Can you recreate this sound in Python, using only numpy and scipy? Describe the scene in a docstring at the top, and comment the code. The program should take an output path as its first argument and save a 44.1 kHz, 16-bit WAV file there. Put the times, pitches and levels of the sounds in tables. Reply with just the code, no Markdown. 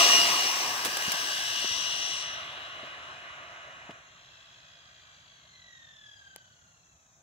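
"""On a country road, an electric model buggy tears away at full throttle, then coasts and brakes.
Its meshing gear teeth whine, modulated once per wheel turn by an off-centre ring gear, over tyre
roar and drive-train rasp; spherical spreading weakens it all with distance. Insects sing in the
trees, a breeze rumbles, shoes scuff the gravel and the two-port microphone takes a few bumps."""
import sys
import numpy as np
from scipy import signal
from scipy.fft import rfft, irfft
from scipy.io import wavfile
from scipy.ndimage import uniform_filter1d

SR = 44100
rng = np.random.default_rng(int(sys.argv[2]) if len(sys.argv) > 2 else 0)


def master_out(mix):
    """Clip the mix to full scale and print it as 16-bit PCM to the path in sys.argv[1]."""
    frames = np.transpose(np.atleast_2d(mix))
    ceiling = np.clip(frames, -1, 1)
    pcm = np.round(ceiling * 32767).astype(np.int16)
    wavfile.write(sys.argv[1], SR, pcm)


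N = 318402
T = np.arange(N) / SR
SHUT_S = 3.91  # the throttle shuts

# Phase by which the left microphone port leads the right: frequency_hz, lead_rad
PORT_LEAD = [(0, 0), (700, 0.54), (1100, 0.65), (1500, 4), (3000, 5), (16000, 29)]
# Level difference between the ports at a lean of 1: frequency_hz, left_minus_right_db
PORT_BALANCE = [(100, 0.5), (2200, -2), (3000, 3.5), (4400, 3.5), (5800, 10.5), (8500, 14.5), (12000, 2.5)]
# Peaks and notches in the running noise; those at 13.3 and 15.1 kHz are the thin whistle of the
# motor controller's switching under throttle: centre_hz, width_hz, boost_db
RUNNING_PEAKS = [(680, 120, 4), (870, 120, -3), (2030, 200, 2), (2260, 200, -6), (3900, 300, 2),
                 (13300, 260, 12), (15100, 260, 15)]
# Normal modes of the gear case: centre_hz, half_width_hz, level_db
GEAR_CASE_MODES = [(1638, 130, -3.5), (1876, 73, -6.5), (2670, 38, -13), (3337, 120, 1.5),
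                   (3950, 380, -6.5), (4930, 180, -12.5)]


def amp(db):
    """Decibels to amplitude ratio."""
    return 10 ** (np.asarray(db) / 20)


def unit_rms(x):
    """Normalisation to unit mean power."""
    return x / np.sqrt(np.mean(x ** 2) + 1e-20)


def spectrum_at(points, hz):
    """Interpolation of a spectrum on a log-frequency axis."""
    f, value = np.transpose(points)
    return np.interp(np.log(hz + 1), np.log(f + 1), value)


def ramp(start_s, length_s):
    """A linear rise from 0 to 1, then held."""
    return np.clip((T - start_s) / length_s, 0, 1)


def swell(centre_s, half_s):
    """A Gaussian envelope of height 1."""
    return np.exp(-((T - centre_s) / half_s) ** 2)


def add(mix, start_s, sound):
    """Superposition of a stereo sound on the mix."""
    part = mix[:, round(start_s * SR):][:, :sound.shape[1]]
    part += sound[:, :part.shape[1]]


def drift(rate_hz):
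    """Slow random fluctuation: low-passed noise of rms 1."""
    hz = np.fft.rfftfreq(N, 1 / SR)
    return unit_rms(irfft(rfft(rng.standard_normal(N)) / (1 + (hz / rate_hz) ** 4), N))


def port_lag(hz):
    """Phase lag of the right port, as a unit phasor."""
    return np.exp(-1j * np.interp(hz, *np.transpose(PORT_LEAD)))


def noise(spectrum, patchy_db, peaks=(), lean=0.77):
    """Partially coherent noise at the two ports, patchy in time and frequency; their mean has rms 1."""
    # Likeness of the two ports' signals: frequency_hz, coherence
    port_coherence = [(40, .5), (140, .95), (750, .93), (1400, .6), (2400, .45), (3900, .65), (6000, .25)]
    frames, hz = N // 256 + 5, np.fft.rfftfreq(1024, 1 / SR)
    a, b, c, d, patches = rng.standard_normal((5, frames, len(hz)))
    patches = unit_rms(uniform_filter1d(uniform_filter1d(patches, size=10, axis=0), size=8, axis=1))
    coherence = np.clip(spectrum_at(port_coherence, hz), 0, 1)
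    left, independent = a + 1j * b, c + 1j * d
    right = (coherence * left + np.sqrt(1 - coherence ** 2) * independent) * port_lag(hz)
    side = amp(lean * spectrum_at(PORT_BALANCE, hz) / 2)
    boost_db = sum(db / (1 + (2 * (hz - f) / width) ** 2) for f, width, db in peaks)
    gain = amp(spectrum_at(spectrum, hz) + boost_db + patchy_db * patches)
    spectra = np.array([left * side, right / side]) * gain
    x = signal.istft(spectra.transpose(0, 2, 1), nperseg=1024, noverlap=768)[1][:, :N]
    return x / np.std(x.mean(0))


def tone(cycles, hz, fading, blur, lean=0.74):
    """Multipath interference: shifting reflections off the road fade and blur a tone at both ports."""
    common = 1 + fading * (drift(7.1) + 1j * drift(14))
    paths = np.array([common + blur * (drift(31) + 1j * drift(28)) for port in range(2)])
    side = amp(lean * spectrum_at(PORT_BALANCE, hz) / 2)
    ports = np.array([side, port_lag(hz) / side])
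    return unit_rms((paths * np.exp(2j * np.pi * cycles) * ports).real)


def countryside():
    """Incoherent sources sum to steady noise: low rumble, leaves and an insect chorus near 6.7 kHz."""
    # Ambient spectrum: frequency_hz, relative_db
    ambient_spectrum = [(25, -48), (60, -2), (105, 2), (200, -10), (420, -19), (700, -9.5), (2000, -27),
                        (3600, -21.5), (5000, -22), (6100, -7.5), (6800, -6), (7700, -17.5), (9000, -33)]
    return amp(-66) * noise(ambient_spectrum, patchy_db=1.6, lean=0.18)


def breeze():
    """Turbulent pressure on the microphone makes a low rumble."""
    # Strength of the breeze: time_s, level_db
    gust_levels = [(1, -64.5), (2, -61.5), (5, -75), (6.2, -74.5), (7, -82.5)]
    # Turbulence spectrum: frequency_hz, relative_db
    gust_spectrum = [(25, -39.5), (65, 1.5), (150, 1), (260, -26.5), (900, -61)]
    return amp(np.interp(T, *np.transpose(gust_levels))) * noise(gust_spectrum, patchy_db=1.0)


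def knocks():
    """Impacts decay exponentially: dull bumps on the microphone and bright ticks of gravel."""
    # Bumps, each a damped sine with a scuff: start_s, nominal_db, pitch_hz, scuff_t60_s
    bumps = [(0.849, -32, 298, 0.17), (.858, -33, 270, 0.06), (0.97, -33, 560, 0.056),
             (1.079, -32, 130, 0.06), (1.139, -37.5, 288, 0.084), (1.644, -30.5, 297, 0.049),
             (1.71, -43, 75, 0.082), (2.831, -39, 235, 0.089), (3.893, -34, 303, 0.069),
             (3.908, -39, 1110, 0.045), (6.361, -38.5, 650, 0.018)]
    # Bursts of grit: start_s, level_db, t60_s
    ticks = [(.849, -22, 0.031), (0.856, -24, 0.068), (0.97, -22.5, 0.024), (1.023, -25.5, 0.016),
             (1.119, -21.5, 0.032), (2.337, -47, .02), (6.3619, -30.5, 0.0032)]
    out, t = np.zeros((2, N)), np.arange(SR // 6) / SR
    for start_s, db, hz, t60 in bumps:
        band = signal.butter(2, [hz * 0.48, hz * 2.6], "band", fs=SR, output="sos")
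        scuff = .6 * unit_rms(signal.sosfilt(band, rng.standard_normal(len(t)))) * amp(-60 * t / t60)
        push = .42 * np.sin(2 * np.pi * hz * t) * amp(-60 * t / (.5 * t60))
        add(out, start_s, amp(db) * (push + scuff) * np.ones((2, 1)))
    grit_band = signal.butter(1, [700, 10000], "band", fs=SR, output="sos")
    for start_s, db, t60 in ticks:
        grit = unit_rms(signal.sosfilt(grit_band, rng.standard_normal((2, len(t)))))
        add(out, start_s, amp(db - 60 * t / t60) * grit)
    return out


def tree_echoes(x, t60_s):
    """Scattering from the roadside trees gives a diffuse, decaying tail."""
    t = np.arange(SR // 2) / SR
    tail = rng.standard_normal((2, len(t))) * amp(-60 * t / t60_s) * (t > .02)
    return signal.fftconvolve(x, tail / np.linalg.norm(tail[0]), axes=1)[:, :N]


def throttle(decay_s=0.09):
    """Drive power: 1 until the throttle shuts, then an exponential decay."""
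    return np.exp(-np.maximum(T - SHUT_S, 0) / decay_s)


def motion(start_m=6.81, turn_m=0.34, db_per_speed_decade=23.5):
    """The buggy's run: its level falls by spherical spreading and as the wheels slow."""
    # Wheel rate as heard, flat out, coasting, then braking: time_s, turns_per_s
    wheel_rates = [(0, 66.24), (.5, 66.77), (2.3, 67.6), (3.9, 67.23), (4.35, 61.78), (5.3, 52.48),
                   (5.75, 44), (6.05, 39.4), (6.4, 35.42), (7.22, 28.14)]
    wheel_hz = np.interp(T, *np.transpose(wheel_rates))
    turns = np.cumsum(wheel_hz) / SR
    metres = turn_m * turns
    speed_db = db_per_speed_decade * np.log10(wheel_hz / wheel_hz[0])
    receding_db = speed_db - 20 * np.log10(1 + metres / start_m)
    return wheel_hz, turns, metres, receding_db


def carried(run, db, loss_db_per_100m, tail_db=0, blocked_db=0, crest_db=0, shade_s=1, delay_s=0):
    """Propagation gain of one part: spreading, ground loss, directivity and acoustic shadows."""
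    *_, metres, receding_db = run
    ground_db = loss_db_per_100m * metres / 100
    beam_db = tail_db * ramp(0.73, 1)  # the open tail swings round to face the listener
    bystanders_db = blocked_db * swell(0.865, 0.22)  # the buggy passes behind two people
    sunk = 1 - np.exp(-np.maximum(T - 2.125 - delay_s, 0) / shade_s)  # then behind a low crest
    return amp(db + receding_db - ground_db + beam_db - bystanders_db - crest_db * sunk)


def overrun(run, db, settle_db_per_s, rise_s=0.34, settle_s=6.35):
    """Gain of backlash chatter while the wheels drive the motor: it swells, then settles at low speed."""
    *_, receding_db = run
    settled_db = settle_db_per_s * np.maximum(T - settle_s, 0)
    return ramp(SHUT_S, rise_s) * amp(db + receding_db - settled_db)


def tyres(run):
    """Rolling contact radiates a broadband roar and a hollow drone, both weaker without power."""
    # Tyre roar: frequency_hz, relative_db
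    roar_spectrum = [(50, -60), (130, -17), (350, -3), (490, -6), (640, -2.5), (1150, 7), (1480, -1),
                     (1750, 0.5), (2600, 4.5), (3400, -49)]
    # Tyre drone: frequency_hz, relative_db
    drone_spectrum = [(400, -25), (590, 9), (720, 7), (830, -18), (1150, 8.5), (1350, 13), (1600, 13),
                      (2000, 7.5), (2550, 7.5), (2900, -51)]
    roar = carried(run, db=-25.5, loss_db_per_100m=8, tail_db=-0.5)
    drone = carried(run, db=-39, loss_db_per_100m=5.5, tail_db=8.5, crest_db=-4, shade_s=0.068)
    coasting_db = -9 * (1 - throttle())
    return amp(coasting_db) * (roar * noise(roar_spectrum, patchy_db=2, peaks=RUNNING_PEAKS)
                               + drone * noise(drone_spectrum, patchy_db=2, peaks=RUNNING_PEAKS))


def drive_train(run):
    """Rasp and hiss are amplitude-modulated at the wheel rate; the fizz carries the switching whistle."""
    # Rasp, hiss and fizz, from low to high: frequency_hz, relative_db
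    rasp_spectrum = [(2000, -30.5), (2700, 4), (3400, 0.5), (4050, 0), (4900, -36)]
    hiss_spectrum = [(3500, -25.5), (4300, 3), (5700, 5.5), (6500, -3.5), (9000, -7), (10500, -34.5)]
    fizz_spectrum = [(7500, -24), (9500, 2.5), (15600, -1.5)]
    _, turns, *_ = run
    power = throttle()
    throb = 1 + 0.1 * np.sin(2 * np.pi * turns)
    rasp = power * carried(run, db=-27, loss_db_per_100m=15, tail_db=12.5,
                           blocked_db=2.5, crest_db=12, shade_s=0.68)
    rasp += overrun(run, db=-39, settle_db_per_s=28)
    hiss = power * carried(run, db=-24, loss_db_per_100m=18, tail_db=7.5,
                           blocked_db=2, crest_db=17.5, shade_s=0.14, delay_s=0.083)
    fizz = power * carried(run, db=-35.5, loss_db_per_100m=14.5, crest_db=36, shade_s=0.42)
    return (throb * rasp * noise(rasp_spectrum, patchy_db=0.13, peaks=RUNNING_PEAKS)
            + throb * hiss * noise(hiss_spectrum, patchy_db=1.84, peaks=RUNNING_PEAKS)
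            + fizz * noise(fizz_spectrum, patchy_db=0, peaks=RUNNING_PEAKS))


def motor(run, gear_ratio=10.36, fade_db_per_s=58):
    """Rotation makes tones: the rotor's hum, heard only close by, and shaft orders under throttle."""
    # Shaft tones: cycles_per_wheel_turn, relative_db
    shaft_orders = [(30, -12), (50, -15.5), (51, -10)]
    wheel_hz, turns, *_ = run
    hum = tone(gear_ratio * turns, gear_ratio * wheel_hz, fading=0.34, blur=0.34)
    shafts = sum(amp(db) * tone(k * turns, k * wheel_hz, fading=.25, blur=.15) for k, db in shaft_orders)
    shaft_gain = carried(run, db=-29, loss_db_per_100m=17.5, tail_db=15.5, blocked_db=17, crest_db=21)
    return amp(-29.5 - fade_db_per_s * T) * hum + throttle() * shaft_gain * shafts


def case_swell():
    """Resonance: a narrow gear-case ring near 1.6 kHz swells briefly around 1.2 s."""
    # Band of the ringing mode: frequency_hz, relative_db
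    ring_spectrum = [(1380, -35), (1560, -0.5), (1700, -2.5), (1900, -26.5)]
    return amp(-42) * swell(centre_s=1.16, half_s=0.57) * noise(ring_spectrum, patchy_db=0.5)


def gear_case(run):
    """Modal excitation: tooth errors and loose play, both recurring every wheel turn, ring the case."""
    _, turns, *_ = run
    errors = rng.standard_normal(256)
    pattern = np.interp(turns, np.arange(len(errors)) / len(errors), errors, period=1)
    rattle = rng.standard_normal((2, N)) * (1 + 0.84 * np.sin(2 * np.pi * turns + drift(9)))
    slack = np.interp(T, [3.9, 4.4], [.3, .7])
    force = (1 - slack) * pattern + slack * rattle
    hz = np.fft.rfftfreq(N, 1 / SR)
    response = sum(amp(db) / (1 + 1j * (hz - f) / width) ** 2 for f, width, db in GEAR_CASE_MODES)
    ports = np.array([np.ones(len(hz)), port_lag(hz)])
    ringing = unit_rms(irfft(rfft(force) * response * ports, N))
    driven = carried(run, db=-35.5, loss_db_per_100m=12.5, tail_db=14.5, crest_db=17.5, shade_s=0.8)
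    return (throttle() * driven + overrun(run, db=-32, settle_db_per_s=15)) * ringing


def case_gain(hz, leak=0.27):
    """Resonance: a gliding tone swells as it crosses each mode of the gear case."""
    return leak + sum(amp(db) / (1 + ((hz - f) / width) ** 2) for f, width, db in GEAR_CASE_MODES)


def gear_whine(run, teeth=43, brake_db=9.5):
    """Modulation by the off-centre ring gear gives the mesh tone sidebands one wheel rate apart."""
    # Surges and dips of the driven whine: centre_s, half_length_s, fundamental_db, second_harmonic_db
    surges = [(0.152, 0.045, 5.5, 8), (0.29, .05, -1, -3), (0.462, 0.087, 5.5, 3), (1.058, 0.064, 6.5, 0),
              (2.05, 0.27, 2.5, 6.5)]
    wheel_hz, turns, *_ = run
    power, braking = throttle(), ramp(start_s=5.47, length_s=0.096)
    swing_rad = np.interp(T, [.5, 1.1, 3.9, 4.4], [.4, 1.25, 1.25, .6])
    mesh_cycles = teeth * turns + swing_rad * np.sin(2 * np.pi * turns) / (2 * np.pi)
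    # unloaded teeth chatter: deeper throb, rougher tone
    depth = np.interp(T, [3.9, 5.5], [.2, .55])
    blur = .22 - .12 * power
    throb = 1 + depth * np.sin(2 * np.pi * turns + .9 * drift(12))
    lean = np.interp(T, [.4, 1.8, 3], [.2, 1.4, .6])  # how far the whine sits to the left
    surge = amp(sum(np.outer(db, swell(s, half_s)) for s, half_s, *db in surges))
    # gains of three harmonics, under power and on the overrun; the third needs the brake
    driven = [surge[0] * carried(run, db=-24.5, loss_db_per_100m=15, tail_db=9,
                                 blocked_db=7, crest_db=9.5),
              surge[1] * carried(run, db=-25, loss_db_per_100m=18.5, tail_db=6,
                                 blocked_db=7, crest_db=19.5, shade_s=0.092, delay_s=0.21),
              0]
    coasting = [overrun(run, db=-35.5, settle_db_per_s=12.5),
                overrun(run, db=-38, settle_db_per_s=12),
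                braking * overrun(run, db=-42, settle_db_per_s=13)]
    whine = np.zeros((2, N))
    for k, (loaded, free) in enumerate(zip(driven, coasting), 1):
        hz = k * teeth * wheel_hz
        gain = power * loaded + amp(brake_db * braking) * free * case_gain(hz)
        whine += gain * tone(k * mesh_cycles, hz, fading=.12, blur=blur * k, lean=lean)
    whine *= throb / np.sqrt(1 + depth ** 2 / 2)  # the throb keeps the mean power
    return whine + amp(-10) * tree_echoes(whine, t60_s=.5)


def scene():
    """Superposition of the buggy and its surroundings."""
    run = motion()
    buggy = gear_whine(run) + gear_case(run) + motor(run) + tyres(run) + drive_train(run) + case_swell()
    return buggy + breeze() + countryside() + knocks()


def record(dry, low_cut_hz=48, high_cut_hz=15800):
    """Band limiting at the microphone: a high-pass wind filter and a steep low-pass."""
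    wind_filter = signal.butter(2, low_cut_hz, "high", fs=SR, output="sos")
    low_pass = signal.firwin(511, high_cut_hz, window=("kaiser", 9), fs=SR)
    return signal.oaconvolve(signal.sosfilt(wind_filter, dry), low_pass[None], "same", axes=1)


dry = scene()
out = record(dry)
master_out(out)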